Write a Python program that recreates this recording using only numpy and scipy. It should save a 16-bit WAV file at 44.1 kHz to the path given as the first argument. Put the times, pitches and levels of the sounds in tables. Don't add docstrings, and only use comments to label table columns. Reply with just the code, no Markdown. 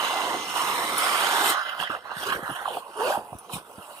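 import sys
import numpy as np
from scipy import signal
from scipy.fft import rfft, irfft
from scipy.io import wavfile

SR = 44100
rng = np.random.default_rng(int(sys.argv[2]) if len(sys.argv) > 2 else 0)


def unload_audio(sound):
    columns = np.transpose(np.atleast_2d(sound))
    steps = np.round(np.clip(columns, -1, 1) * 32767)
    wavfile.write(sys.argv[1], SR, steps.astype(np.int16))


N = 176400

# time_s, body_db, roar_db, hiss_db, fizz_db
FLOW_LEVELS = [(0.0, -40, -26, -32.5, -43.5), (0.34, -37.5, -27, -35.5, -44.5),
               (0.41, -42, -37, -35.5, -48.5), (0.535, -44, -35.5, -35.5, -43.5),
               (0.565, -39, -27.5, -31, -38), (0.955, -38, -28.5, -34.5, -40),
               (0.985, -41, -25, -28.5, -35), (1.42, -42, -23, -30, -35), (1.502, -41, -22.5, -24.5, -25),
               (1.561, -57, -25.5, -37.5, -54), (1.768, -63, -38, -44, -57.5),
               (1.808, -45.5, -26, -32.5, -44), (1.885, -67, -36.5, -43.5, -59.5),
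               (1.918, -47, -31, -41.5, -55), (2.035, -56, -42, -57.5, -68), (2.13, -58, -34, -48, -60),
               (2.191, -49.5, -29.5, -35.5, -42), (2.343, -40.5, -27.5, -35.5, -43.5),
               (2.39, -45, -34, -51, -51.5), (2.54, -51, -32, -44.5, -49), (2.62, -53, -34, -47, -54),
               (2.78, -43.5, -39, -45, -47), (2.83, -56, -44, -58.5, -59.5), (2.95, -55, -40.5, -51, -57.5),
               (3.01, -49, -25.5, -39, -45), (3.08, -39.5, -29, -33, -42.5), (3.146, -49, -29.5, -39, -41),
               (3.211, -44, -44.5, -59, -58), (3.288, -54.5, -47, -59.5, -55.5),
               (3.484, -50, -52, -55.5, -64), (3.541, -48, -38, -37, -34.5), (3.62, -53, -48, -58.5, -59.5),
               (3.92, -60, -43.5, -53, -52.5)]
BAND_EDGES_HZ = [550, 2100, 7000]
# freq_hz, gain_db
OPEN_COLOUR = [(85, -33.5), (330, -10), (550, -8), (1030, 3.5), (1800, -7), (2450, -15.5), (2950, -11),
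               (4100, -17.5), (4800, -20.5), (7600, -26), (8400, -21), (11000, -28), (12300, -26),
               (15400, -37)]
CLOGGED_COLOUR = [(85, -26), (450, -15.5), (750, -1), (1550, 4), (1800, -3.5), (2200, -22), (2900, -9.5),
                  (3700, -16.5), (7200, -30.5), (10000, -27), (12800, -30.5), (15400, -37)]
DIGGING_COLOUR = [(85, -21), (450, -3), (900, 0.5), (1500, -8), (2100, -30), (2700, -11.5), (3450, -18),
                  (4900, -24), (7000, -30.5), (9500, -21.5), (11200, -24.5), (13200, -31.5)]
BORE_MODES_HZ = [3097, 3976, 5490, 6580, 8510, 9860, 11900]
# start_s, level_db, pitch_hz
AIR_POPS = [(0.561, -16.5, 886), (1.825, -15.5, 1123), (1.901, -18.5, 1220), (1.949, -17, 1300),
            (2.053, -24, 835), (2.106, -25.5, 1433), (2.605, -23, 1370), (2.655, -15.5, 1080),
            (2.678, -13.5, 788), (2.706, -19.5, 740), (2.769, -12, 747), (3.172, -21, 640),
            (3.329, -24, 750), (3.496, -25, 1020)]
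# start_s, level_db, pitch_hz
LUMP_THUMPS = [(1.897, -25.5, 318), (2.164, -36, 155), (2.424, -28.5, 158), (2.489, -27.5, 276),
               (2.51, -29.5, 141), (3.175, -30.5, 226), (3.323, -33.5, 121.8), (3.347, -31, 97),
               (3.533, -27.5, 160), (3.555, -28.5, 174), (3.781, -33.5, 194)]
# start_s, level_db, pitch_hz
SHRED_SQUEAKS = [(2.511, -34.5, 10130), (2.548, -34, 2740), (2.684, -30.5, 3000), (2.73, -33, 2675)]
# time_s, pitch_hz, relative_db
SLURP_GLIDE = [(2.958, 389.4, -44), (3.004, 427.2, -28), (3.05, 482.7, -25), (3.081, 595, -24.5),
               (3.097, 499, -31), (3.127, 773, -21), (3.16, 855, -46)]
# start_s, relative_db
GRIT_HITS = [(0.981, -7.5), (3.3858, -21.5)]
# time_s, level_db
WHINE_FADE = [(1.5, -45), (2.35, -77.5)]
# freq_hz, left_minus_right_db, left_lead_rad, coherence
STEREO_PORTS = [(450, 0, 0.5, 0.99), (770, -3.5, -0.06, 0.84), (1300, -7.5, -1.34, 0.85),
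                (2060, -5.5, -2, 0.37), (3000, -6.5, -5, 0.36), (5160, 6, -5, 0.27), (8640, 0, -6, 1)]


def suction(clog_s=1.559, dig_s=2.72, crossfade_s=0.11):
    t = np.arange(N) / SR
    clog, dig = (np.clip((t - at_s) / crossfade_s + 0.5, 0, 1) for at_s in (clog_s, dig_s))
    free = rush(OPEN_COLOUR, flutter_db=0.67, patchy_db=0.47, grain_db=-6.5, spread_db=0, sway=0.007)
    clogged = rush(CLOGGED_COLOUR, flutter_db=1.5, patchy_db=4, grain_db=-3, spread_db=2, sway=0.049)
    digging = rush(DIGGING_COLOUR, flutter_db=0.5, patchy_db=3, grain_db=-4, spread_db=2, sway=0.084)
    return np.sqrt(1 - clog) * free + np.sqrt(clog * (1 - dig)) * clogged + np.sqrt(dig) * digging


def rush(colour, flutter_db, patchy_db, grain_db, spread_db, sway, grains_per_s=700):
    t, hz = np.arange(N) / SR, np.fft.rfftfreq(N, 1 / SR)
    sizes = amp(spread_db * np.minimum(rng.exponential(1, N), 4))
    grains = sizes * rng.choice([-1, 1], N) * (rng.random(N) < grains_per_s / SR)
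    air = rng.standard_normal(N) + amp(grain_db) * unit_rms(grains)
    air = moss_gaps(air, patchy_db, patch_hz=450, patch_s=0.04)
    spectrum = rfft(tube_bore(air, sway)) * amp(log_lookup(colour, hz))
    flutter = amp(flutter_db * wander(rate_hz=73.6))
    band_index = np.searchsorted(BAND_EDGES_HZ, hz)
    times_s, *band_levels_db = np.transpose(FLOW_LEVELS)
    out = np.zeros(N)
    for k, level_db in enumerate(band_levels_db):
        band = irfft(spectrum * (band_index == k), N)
        out += unit_rms(band * flutter) * amp(np.interp(t, times_s, level_db))
    return out


def moss_gaps(x, depth_db, patch_hz, patch_s):
    frames = signal.stft(x, SR, nperseg=512, noverlap=384)[2]
    across = np.fft.fftfreq(frames.shape[0], SR / 512)[:, None] * patch_hz
    along = np.fft.rfftfreq(frames.shape[1], 128 / SR) * patch_s
    blur = np.exp(-np.pi * (across ** 2 + along ** 2))
    patches = np.fft.irfft2(np.fft.rfft2(rng.standard_normal(frames.shape)) * blur, frames.shape)
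    gain = amp(depth_db * 2 * np.tanh(unit_rms(patches) / 2))
    return signal.istft(frames * gain, SR, nperseg=512, noverlap=384)[1][:N]


def tube_bore(x, sway, lift_db=4, width_hz=126):
    hz, t, frames = signal.stft(x, SR, nperseg=512)
    peaks = np.zeros(frames.shape)
    for mode_hz in BORE_MODES_HZ:
        drift = np.interp(t * SR, np.arange(N), wander(rate_hz=11))
        centre_hz = mode_hz * (1 + sway * drift)
        peaks += np.exp(-((hz[:, None] - centre_hz) / width_hz) ** 2)
    return signal.istft(frames * amp(lift_db * peaks), SR, nperseg=512)[1][:N]


def air_pockets(events, decay_s, sag, width_hz, rough=0.67, rise_s=0.0014):
    out, t = np.zeros(N), np.arange(SR // 8) / SR
    envelope = (1 - np.exp(-(t / rise_s) ** 2)) * np.exp(-t / decay_s)
    envelope /= envelope.max()
    glide = 1 + sag * (np.exp(-t / (2 * decay_s)) - 0.5)
    for start_s, level_db, pitch_hz in events:
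        phase = 2 * np.pi * np.cumsum(pitch_hz * glide) / SR
        ring = (1 + rough * wander(width_hz, len(t))) * np.sin(phase)
        ring += rough * wander(width_hz, len(t)) * np.cos(phase)
        add(out, start_s, amp(level_db) * envelope * ring / np.hypot(1, 2 * rough))
    return out


def slurp(jitter=0.058, flutter_db=1.5, octave_db=-6.5, gain_db=-2):
    t = np.arange(N) / SR
    times_s, pitch_hz, relative_db = np.transpose(SLURP_GLIDE)
    glide_hz = np.interp(t, times_s, pitch_hz) * (1 + jitter * wander(rate_hz=206))
    phase = 2 * np.pi * np.cumsum(glide_hz) / SR
    note = unit_rms(np.sin(phase) + amp(octave_db) * np.sin(2 * phase))
    level_db = np.interp(t, times_s, relative_db) + gain_db + flutter_db * wander(rate_hz=100)
    return note * amp(level_db) * (t > times_s[0]) * (t < times_s[-1])


def grit(rim_hz=9950, width_hz=800, ring_s=0.0095, ring_db=-12, click_s=0.0022, click_db=-19):
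    out, t = np.zeros(N), np.arange(SR // 8) / SR
    for start_s, relative_db in GRIT_HITS:
        ring = wander(width_hz, len(t)) * np.sin(2 * np.pi * rim_hz * t) * np.exp(-t / ring_s)
        click = np.diff(rng.standard_normal(len(t) + 1)) * np.exp(-t / click_s)
        add(out, start_s, amp(relative_db) * (amp(ring_db) * ring + amp(click_db) * click))
    return out


def turbine_whine(pitch_hz=2050, waver=0.00515, flutter_db=3.5):
    t = np.arange(N) / SR
    phase = 2 * np.pi * np.cumsum(pitch_hz * (1 + waver * wander(rate_hz=51))) / SR
    level_db = np.interp(t, *np.transpose(WHINE_FADE)) + flutter_db * wander(rate_hz=13)
    return unit_rms(np.sin(phase)) * amp(level_db)


def gutter_echo(x, t60_s=0.074, churn_hz=160, path_count=6):
    t = np.arange(SR // 16) / SR
    tails = rng.standard_normal((path_count, len(t))) * amp(-60 * t / t60_s)
    tails /= np.linalg.norm(tails, axis=1, keepdims=True)
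    weights = np.array([wander(churn_hz) for _ in tails])
    paths = signal.oaconvolve(x[None], tails, axes=1)[:, :N]
    return (paths * weights).sum(0) / np.linalg.norm(weights, axis=0)


def stereo_ports(x):
    hz = np.fft.rfftfreq(2 * N, 1 / SR)
    balance_db, lead_rad, coherence = (log_lookup(STEREO_PORTS, hz, column) for column in (1, 2, 3))
    gains = np.array([amp(balance_db / 2), amp(-balance_db / 2)])
    gains /= np.sqrt(np.mean(gains ** 2, axis=0))
    shared = np.sqrt(coherence) * rfft(x, 2 * N)
    channels = []
    for response in (gains[0], gains[1] * np.exp(-1j * lead_rad)):
        diffuse = np.sqrt(1 - coherence) * rfft(gutter_echo(x), 2 * N)
        channels.append(irfft(response * (shared + diffuse))[:N])
    return np.array(channels)


def wander(rate_hz, size=N):
    hz = np.fft.rfftfreq(N, 1 / SR)
    spectrum = rfft(rng.standard_normal(N)) / (1 + (hz / rate_hz) ** 4)
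    return unit_rms(irfft(spectrum, N))[:size]


def amp(db):
    return 10 ** (np.asarray(db) / 20)


def unit_rms(x):
    return x / np.sqrt(np.mean(x ** 2) + 1e-20)


def log_lookup(points, hz, column=1):
    table = np.array(points, float)
    return np.interp(np.log(hz + 1), np.log(table[:, 0]), table[:, column])


def add(mix, start_s, sound):
    part = mix[max(round(start_s * SR), 0):][:len(sound)]
    part += sound[:len(part)]


def scene(echo_db=-13):
    nozzle = moss_gaps(suction(), depth_db=3, patch_hz=222, patch_s=0.22) + slurp() + grit()
    nozzle += air_pockets(AIR_POPS, decay_s=0.0041, sag=0.26, width_hz=276)
    nozzle += air_pockets(SHRED_SQUEAKS, decay_s=0.0105, sag=0.13, width_hz=350)
    nozzle += air_pockets(LUMP_THUMPS, decay_s=0.0087, sag=0.22, width_hz=177)
    in_gutter = (nozzle + amp(echo_db) * gutter_echo(nozzle)) / np.hypot(1, amp(echo_db))
    return turbine_whine() + stereo_ports(in_gutter)


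def record(dry, low_hz=55, high_hz=15600):
    highpass = signal.butter(3, low_hz, "high", fs=SR, output="sos")
    lowpass = signal.firwin(511, high_hz, window=("kaiser", 9), fs=SR)
    return signal.oaconvolve(signal.sosfilt(highpass, dry), lowpass[None], "same")


dry = scene()
out = record(dry)
unload_audio(out)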